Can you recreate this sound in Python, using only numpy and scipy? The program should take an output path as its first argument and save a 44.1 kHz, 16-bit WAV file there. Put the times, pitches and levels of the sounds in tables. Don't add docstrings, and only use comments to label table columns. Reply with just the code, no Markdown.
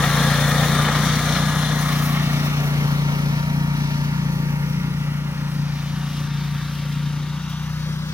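import sys
import numpy as np
from scipy import signal
from scipy.fft import rfft, irfft
from scipy.io import wavfile
from scipy.ndimage import uniform_filter1d

SR = 44100
rng = np.random.default_rng(int(sys.argv[2]) if len(sys.argv) > 2 else 0)


def materialize(psi):
    bounded = np.clip(np.atleast_2d(psi).T, -1, 1)
    quanta = np.round(bounded * 32767).astype(np.int16)
    wavfile.write(sys.argv[1], SR, quanta)


def gain_from_db(level_db):
    decades = np.asarray(level_db, float) / 20
    return 10 ** decades


N = 358533
HOP = 256


def evened(x):
    return x / np.sqrt(np.mean(x ** 2) + 1e-20)


def read(points, hz):
    f, value = np.transpose(points)
    return np.interp(np.log(hz + 1), np.log(f + 1), value)


def curves(rows, t):
    s, *columns = np.transpose(rows)
    return np.array([np.interp(t, s, column) for column in columns])


def wander(hz):
    steps = rng.standard_normal(400)
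    return np.interp(np.arange(N) / SR * np.clip(hz, .1, 40), np.arange(400), steps)


def swell(x, centre, width):
    return np.exp(-(2 * (x - centre) / width) ** 2)


# time in seconds, view (0 beside, 1 behind, 2 far).
VIEW_PATH = [(0, 0.066), (1.7, 0.0051), (2.2, 0.61), (2.7, 0.74), (3.1, 0.8), (5.5, 1.15), (5.85, 1.53),
             (8.13, 1.68)]


def view_at(t):
    return curves(VIEW_PATH, t)[0]


def by_view(view, versions, at=(0, 1, 2)):
    share = np.array([np.interp(view, at, row) for row in np.eye(len(at))])
    return np.transpose(versions) @ share


# time in seconds, speed in engine cycles per second.
ENGINE_SPEED = [(0.25, 28.74), (1.15, 29.87), (1.45, 30.14), (1.75, 29.95), (2.05, 29.565), (2.95, 28.99),
                (3.25, 29.03), (3.55, 29.26), (3.85, 29.17), (4.45, 29.15), (5.05, 29.38), (5.65, 29.155),
                (6.25, 29.16), (6.55, 29.03), (6.85, 29.16), (7.45, 29.86), (7.75, 30.48), (7.95, 30.52)]


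def engine_speed(t):
    return curves(ENGINE_SPEED, t)[0]


# time in seconds, level in dB.
SILENCER_NOTE = [(0.0, -24), (0.04, -21), (0.77, -19.5), (1.02, -22.5), (2.81, -20.5), (4.44, -23.5),
                 (4.57, -22), (4.82, -25.5), (5.16, -23.5), (5.34, -27.5), (5.62, -23), (5.8, -26.5),
                 (6.52, -24.5), (6.7, -28), (7.06, -23), (7.45, -29), (7.88, -25.5), (8.13, -28.5)]
# starting level in dB, loss in dB per second, gain behind the pipe in dB,
# drift in dB, change after the last turn in dB.
ORDER_GROUPS = [
    (-33.5, 0.93, -1, 0.8, 2.5),
    (-28.5, 1.2, 4.5, 2, 0.7),
    (-33, 1.87, 2.5, 2.5, -10),
]
TURN_S, TURN_LENGTH_S = 7.6, 0.27
FIRING_DB, FIRING_HZ = 0.7, 27.13


def order_levels(t):
    behind = np.interp(view_at(t), (0, 1, 2), (0, 1, 0))
    turned = np.clip((t - TURN_S) / TURN_LENGTH_S + .5, 0, 1)
    deep, upper, top = (
        start_db - fade_db * t + pipe_db * behind + drift_db * wander(5) + turn_db * turned
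        for start_db, fade_db, pipe_db, drift_db, turn_db in ORDER_GROUPS)
    stroke = wander(FIRING_HZ)
    stroke_db = FIRING_DB * (stroke - uniform_filter1d(stroke, SR // 8))
    note = curves(SILENCER_NOTE, t)[0]
    return np.array([deep, note + stroke_db, upper + stroke_db, top + stroke_db])


# order (multiple of the cycle rate),
# level curve it follows (0 deep, 1 main note, 2 upper, 3 top), level against that curve in dB.
EXHAUST_ORDERS = [(1, 0, -24), (2, 0, 0), (3, 0, -4), (4, 0, 0), (5, 1, 0), (6, 2, 0), (7, 2, -8),
                  (8, 3, 0), (9, 3, -7), (10, 3, -11), (11, 3, -21)]
# pitch in Hz, level in dB per Hz.
UNEVEN_COLOUR = [(15, -23), (45, -11), (73, -12), (100, -3.5), (118, -1), (134, 7.5), (162, -5),
                 (200, -3.5), (260, -4.5), (330, -21.5), (500, -41.5)]
# time in seconds, size against order 5 in dB.
UNEVEN_LEVEL = [(0, -16), (1.5, -15), (2.5, -12), (4, -11), (5, -11), (6.5, -13), (7.5, -16), (8.13, -14)]
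SECOND_AT, SECOND_SHARE = .7625, .68


def exhaust(turns, levels_db):
    steady = np.zeros(N)
    for order, curve, db in EXHAUST_ORDERS:
        lead = np.angle(1 + SECOND_SHARE * np.exp(-2j * np.pi * order * SECOND_AT))
        level = gain_from_db(levels_db[curve] + db + wander(12) / 4)
        steady -= np.sqrt(2) * level * np.cos(order * turns + lead + wander(8.7) / 10)

    drive = 1.9 * rng.standard_normal((2, N))
    for place in (0, SECOND_AT):
        fired = np.diff(np.floor(turns / (2 * np.pi) - place), prepend=0) > 0
        drive[0, fired] += 18.0 * rng.standard_normal(400)[:fired.sum()]
    colour_db = read(UNEVEN_COLOUR, np.fft.rfftfreq(N, 1 / SR))
    uneven = evened(irfft(rfft(drive) * gain_from_db(colour_db), N))
    note_db = uniform_filter1d(levels_db[1], SR // 2)
    uneven *= gain_from_db(note_db + curves(UNEVEN_LEVEL, np.arange(N) / SR)[0])
    return steady + uneven[0], 2.1 * uneven[1]


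# time in seconds, level in dB.
ROAR_LEVEL = [(0.0, -24), (0.09, -24.5), (0.11, -23.5), (1.25, -25.5), (2.33, -29.5), (2.92, -32.5),
              (4.07, -35.5), (5.57, -38), (6.18, -38), (8.13, -38.5)]
# level against the roar in dB when beside, turning, behind, far.
ROAR_PARTS = [
    (-7.5, -7, -9.5, -11.5),
    (-2.5, -2.5, -0.5, -4.5),
    (-8, -5.5, -7, -1),
    (-13, -11.5, -15.5, -15),
]
# time in seconds, length in seconds, added rustle in dB.
SCRAPES = [(0.404, .05, 0), (1.06, .05, 4.5), (1.82, .04, 5), (2.05, 0.26, 5), (2.3, 0.26, -4),
           (2.46, 0.036, 7), (3.9, .6, 0), (4.6, 0.68, 3.5), (5.65, .15, -1), (6.18, .1, 4), (6.3, .1, -3),
           (6.78, .1, 2.5), (7.2, .5, -4.5), (7.8, .12, -1)]
SCRAPE_SHARE = [0.055, 0.047, 0.26, 0.74]
# time in seconds, length in seconds, added brush hiss in dB.
BRUSH_BITES = [
    (1.2, .4, 2),
    (2.063, .2, -2.5),
    (2.36, 0.25, 3),
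    (3.55, 0.36, -3),
    (3.9, 0.38, 2.5),
    (4.5, 0.31, -3),
    (5.2, 0.59, -2),
    (6.1, 1, 0),
]


def part_levels(t):
    scrape_db = sum(db * swell(t, s, length) for s, length, db in SCRAPES)
    brush_db = sum(db * swell(t, s, length) for s, length, db in BRUSH_BITES)
    shares_db = by_view(view_at(t), np.transpose(ROAR_PARTS), at=(0, .5, 1, 2))
    levels_db = curves(ROAR_LEVEL, t) + shares_db
    return levels_db + np.outer(SCRAPE_SHARE, scrape_db) + np.outer([0, 0, 1, 0], brush_db)


BEAM_S, BEAM_LENGTH_S, BEAM_HZ, BEAM_WIDTH_HZ, BEAM_DB = 3.5, 1.3, 932, 80, 6.5
DIP_S, DIP_LENGTH_S, DIP_HZ, DIP_DB = 7.75, 0.65, 3400, -4
DIP_OCTAVES_PER_S, DIP_WIDTH_OCTAVES = -1.6, .5


def passing_colour(hz, t):
    beam_db = BEAM_DB * swell(t, BEAM_S, BEAM_LENGTH_S) * swell(hz, BEAM_HZ, BEAM_WIDTH_HZ)
    octaves = np.log2(hz / DIP_HZ + 1e-3)
    dip_centre = DIP_OCTAVES_PER_S * (t - DIP_S)
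    dip_db = DIP_DB * swell(t, DIP_S, DIP_LENGTH_S) * swell(octaves, dip_centre, DIP_WIDTH_OCTAVES)
    return beam_db + dip_db


# pitch in Hz, level in dB per Hz.
BESIDE_COLOUR = [(190, 0), (330, -19), (511, -10), (992, -8.5), (1240, -5), (1510, -7.5), (1870, -4),
                 (2620, -10), (3560, -4), (4850, -13), (6080, -15.5), (7750, -27), (10400, -27),
                 (12400, -36.5), (15800, -32)]
TURNING_COLOUR = [(190, -36), (330, -15), (376, -3), (435, -13.5), (684, 2), (976, -10.5), (1170, 8.5),
                  (1420, -2.5), (1540, -7), (1840, -2), (2020, -1.5), (3740, -8), (5890, -17.5),
                  (7630, -30), (15800, -27)]
BEHIND_COLOUR = [(190, -42), (330, -5), (370, -8.5), (435, -13), (563, -6), (766, -13.5), (915, -7.5),
                 (1420, -9), (1690, -10), (1900, -8.5), (2580, -10.5), (5430, -15), (7750, -32),
                 (9880, -29.5), (15800, -32)]
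FAR_COLOUR = [(190, -60), (330, -10.5), (442, -24), (563, -10.5), (620, -39), (706, -9.5), (872, -10.5),
              (915, -9), (992, -16), (1130, -3.5), (2300, -10), (3620, -6), (7880, -16), (11600, -8),
              (15800, -12)]
# pitch in Hz, width in Hz,
# added level in dB when beside, behind, far.
PANELS = [(933, 41, -5.5, 2, 4.5), (630, 230, -2, -6, 0), (5970, 1500, 3, 3.5, 5),
          (1220, 170, 0.5, -9.5, 1), (1680, 120, 3.5, -4, 1.5), (2655, 150, -9, 0.5, -2.5),
          (3610, 250, 4, -1.5, 6.5), (4220, 90, 8.5, 1.5, -2)]


def roar_colour(hz, t):
    view = view_at(t)
    colours = (BESIDE_COLOUR, TURNING_COLOUR, BEHIND_COLOUR, FAR_COLOUR)
    colour_db = by_view(view, [read(colour, hz) for colour in colours], at=(0, .5, 1, 2))
    for centre, width, *db in PANELS:
        colour_db += by_view(view, db) / (1 + (2 * (hz[:, None] - centre) / width) ** 2)
    return colour_db


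def roar_unrest(hz, t):
    patches, streaks = rng.standard_normal((2, len(hz), len(t)))
    patches = evened(uniform_filter1d(uniform_filter1d(patches, 10, 0), 16, 1))
    streaks = evened(uniform_filter1d(uniform_filter1d(streaks, 3, 0), 70, 1))

    def bursts(hold):
        return evened(signal.lfilter([1], [1, -hold], rng.exponential(1, len(t)) ** 2 - 2))

    gusts = bursts(.7) * np.clip(hz / 13000, 0, 1)[:, None] ** 2
    near = np.clip(1 - view_at(t), 0, 1)
    rattle = 1.15 * bursts(.5) * np.exp(-np.log(hz[:, None] / 1300 + 1e-3) ** 2) * near
    return 0.81 * patches + 1.4 * streaks + .9 * gusts + rattle


PART_EDGES_HZ = [330, 800, 2600, 8500, 15900]
PART_CENTRES_HZ = [520, 1450, 4500, 11500]
FLUTTER_DB, FLUTTER_HZ = [0.89, 0.91, 0.84, 1.04], 23.95
ROAR_LOW_HZ = 170


def roar(turns):
    hz = np.fft.rfftfreq(4 * HOP, 1 / SR)
    t = np.arange(N // HOP + 5) * HOP / SR
    colour_db = roar_colour(hz, t)
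    power = gain_from_db(colour_db) ** 2
    edges = zip(PART_EDGES_HZ, PART_EDGES_HZ[1:])
    part_power = [power[(hz >= low) & (hz < high)].sum(0) for low, high in edges]
    flutter_db = [db * np.interp(t, np.arange(N) / SR, wander(FLUTTER_HZ)) for db in FLUTTER_DB]
    gain_db = part_levels(t) + flutter_db - 10 * np.log10(part_power)
    spread = np.array([read(list(zip(PART_CENTRES_HZ, row)), hz) for row in np.eye(4)])

    size = gain_from_db(colour_db + passing_colour(hz[:, None], t) + spread.T @ gain_db + roar_unrest(hz, t))
    size = size * np.clip(hz / ROAR_LOW_HZ, 0, 1)[:, None] ** 4
    real, imaginary = rng.standard_normal((2, 2, len(hz), len(t)))
    spectra = size * (real + 1j * imaginary)
    both = signal.istft(spectra, nperseg=4 * HOP, noverlap=3 * HOP)[1][:, :N]
    throb_db = 0.83 * np.cos(turns + 2.0) + .35 * np.cos(2 * turns + 4.8)
    return both * gain_from_db(throb_db + 2.0)


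# order (multiple of the cycle rate),
# level against the casing roar in dB when beside, behind, far.
WHINE_TONES = [(23.92, -16, -35, -39), (28.47, -18, -15, -38), (31.9, -16.5, -13, -13),
               (35.1, -17, -30, -36), (40, -11, -15, -9), (41.1, -34, -16, -35), (43.4, -12, -15.5, -16),
               (48, -14, -11, -16), (56.1, -12.5, -29, -16), (63.2, -13, -37, -25), (67, -15, -22, -26),
               (120.5, -47, -54, -31), (135, -24, -36, -30)]


def whine(turns, t):
    view, casing_db, speed = view_at(t), part_levels(t)[1], engine_speed(t)
    out = np.zeros(N)
    for order, *db in WHINE_TONES:
        level_db = casing_db + by_view(view, db, at=(.3, 1, 2))
        level_db = level_db + passing_colour(order * speed, t) + 1.3 * wander(7)
        blur = order / 30 * wander(22)
        out += np.sqrt(2) * gain_from_db(level_db) * np.sin(order * turns + blur)
    return out


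# time in seconds, peak level in dB, pitch in Hz.
PLATE_KNOCKS = [(0.0952, -20, 1310), (0.3812, -18, 1150), (0.5132, -14, 1270), (0.6484, -16, 1210),
                (0.7512, -16, 1210), (0.7858, -12, 1220), (0.9103, -13, 1260), (1.068, -20, 1230),
                (1.2695, -22, 1210), (1.349, -20, 1220), (1.3818, -22, 1204), (1.4351, -21, 1200),
                (1.5549, -23, 1220), (1.8173, -23, 1220)]
KNOCK_RISE_S, KNOCK_T60_S, KNOCK_DB = 0.0027, 0.059, -4.5


def knocks():
    out, t = np.zeros(N), np.arange(3000) / SR
    for s, db, hz in PLATE_KNOCKS:
        fade = gain_from_db(db + KNOCK_DB - 60 * t / KNOCK_T60_S)
        ring = np.minimum(t / KNOCK_RISE_S, 1) * fade * np.sin(2 * np.pi * hz * t)
        out[round(s * SR):][:len(t)] += ring
    return out


# time in seconds, peak level in dB, pitch in Hz.
TWIG_TICKS = [(1.0224, -25.5, 14900), (1.1907, -21, 8840), (1.8113, -14, 10700), (2.4433, -28, 10100),
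              (3.5648, -41, 10100), (4.0911, -33, 11700), (4.3889, -39, 13500), (4.4523, -31, 9970),
              (5.1926, -35, 14200), (6.3375, -42, 7490)]


def ticks():
    out, t = np.zeros(N), np.arange(600) / SR
    for s, db, hz in TWIG_TICKS:
        ring = gain_from_db(db - 11.0 - 60 * t / 0.021) * np.sin(2 * np.pi * hz * t)
        out[round(s * SR):][:len(t)] += ring
    return out


# time in seconds, lag of the left port behind the right in samples.
BEARING = [(0, -1.1), (1.2, .8), (2, 4), (2.5, 7.5), (3.2, 9.5), (4, 9), (5.6, 5.2), (6.2, 1.2),
           (7.3, -1.3), (8.13, -7)]
# pitch in Hz, left minus right in dB.
LEFT_BALANCE = [
    [(60, 2.5), (120, 2.5), (240, 2.5), (480, 2.0), (950, 1.5), (1890, 1.0), (3770, 4.5), (7520, 9.0),
     (15000, 6.0)],
    [(60, 2.5), (120, 2.5), (240, 2.5), (480, 3.0), (950, 1.5), (1890, -1.0), (3770, 1.5), (7520, 3.5),
     (15000, 0.5)],
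    [(60, 2.5), (120, 2.5), (240, 2.5), (480, 3.0), (950, 1.5), (1890, 1.0), (3770, 0.5), (7520, 8.0),
     (15000, 3.5)],
]
# pitch in Hz, likeness from 0 to 1 beside, likeness farther off.
LIKENESS = [(60, .95, .95), (130, .98, .98), (400, .92, .94), (1200, .92, .91), (1900, .82, .84),
            (2600, .55, .7), (3500, .45, .8), (4700, .3, .65), (6500, .25, .35), (9000, .15, .38),
            (13000, .12, .28)]
# pitch in Hz, lead of the left in radians.
PORT_PHASE = [(0, 0), (4800, 0), (6000, 3.1), (7300, 5.0), (9200, 6.3), (16000, 6.3)]


def ports(direct, other):
    hz, t, (z, w) = signal.stft([direct, other], SR, nperseg=4 * HOP, noverlap=3 * HOP)
    view, lag = view_at(t), curves(BEARING, t)[0]
    left_db = by_view(view, [read(side, hz) for side in LEFT_BALANCE])
    left_db = left_db * (1 + 0.37 * np.clip(hz / 4000, 0, 1))[:, None]
    bend = 1.15 - .33 * np.clip(hz / 3000, 0, 1)
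    angle = read(PORT_PHASE, hz)[:, None] / 2 - np.pi * (hz * bend)[:, None] * lag / SR
    tilt = gain_from_db(left_db / 2) * np.exp(1j * angle)

    like_hz, *likeness = np.transpose(LIKENESS)
    near, far = (np.interp(np.log(hz + 1), np.log(like_hz), column) for column in likeness)
    apart = np.sqrt((1 - np.clip(by_view(view, [near, far, far]), 0, 1)) / 2)
    shared = np.sqrt(1 - apart ** 2)
    pair = np.array([(shared * z + apart * w) * tilt, (shared * z - apart * w) / tilt])

    # delay in seconds, share
    echo = [1 + share * np.exp(-2j * np.pi * hz * s) for s, share in ((.0022, 0.13), (0.001794, 0.16))]
    treble = np.clip(hz / 1500, 0, 1)
    pair *= (np.array(echo) * treble + 1 - treble)[:, :, None]
    return signal.istft(pair, SR, nperseg=4 * HOP, noverlap=3 * HOP)[1][:, :N]


def scene():
    t = np.arange(N) / SR
    speed = uniform_filter1d(engine_speed(t), SR // 5)
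    turns = 2 * np.pi * np.cumsum(speed) / SR + 5.1
    thump, scattered = exhaust(turns, order_levels(t))
    noise, other_noise = roar(turns)
    tones = whine(turns, t) + knocks() + ticks()
    direct = thump + tones + noise
    other = scattered + other_noise + np.roll(tones, 75)
    return ports(direct, other)


def band_limit(x):
    return signal.sosfilt(signal.butter(12, 17010, fs=SR, output="sos"), x)


def record(dry):
    edge = signal.firwin(511, 15950, window=("kaiser", 9), fs=SR)
    mix = signal.oaconvolve(dry, edge[None], "same")
    return band_limit(mix)


dry = scene()
out = record(dry)
materialize(out)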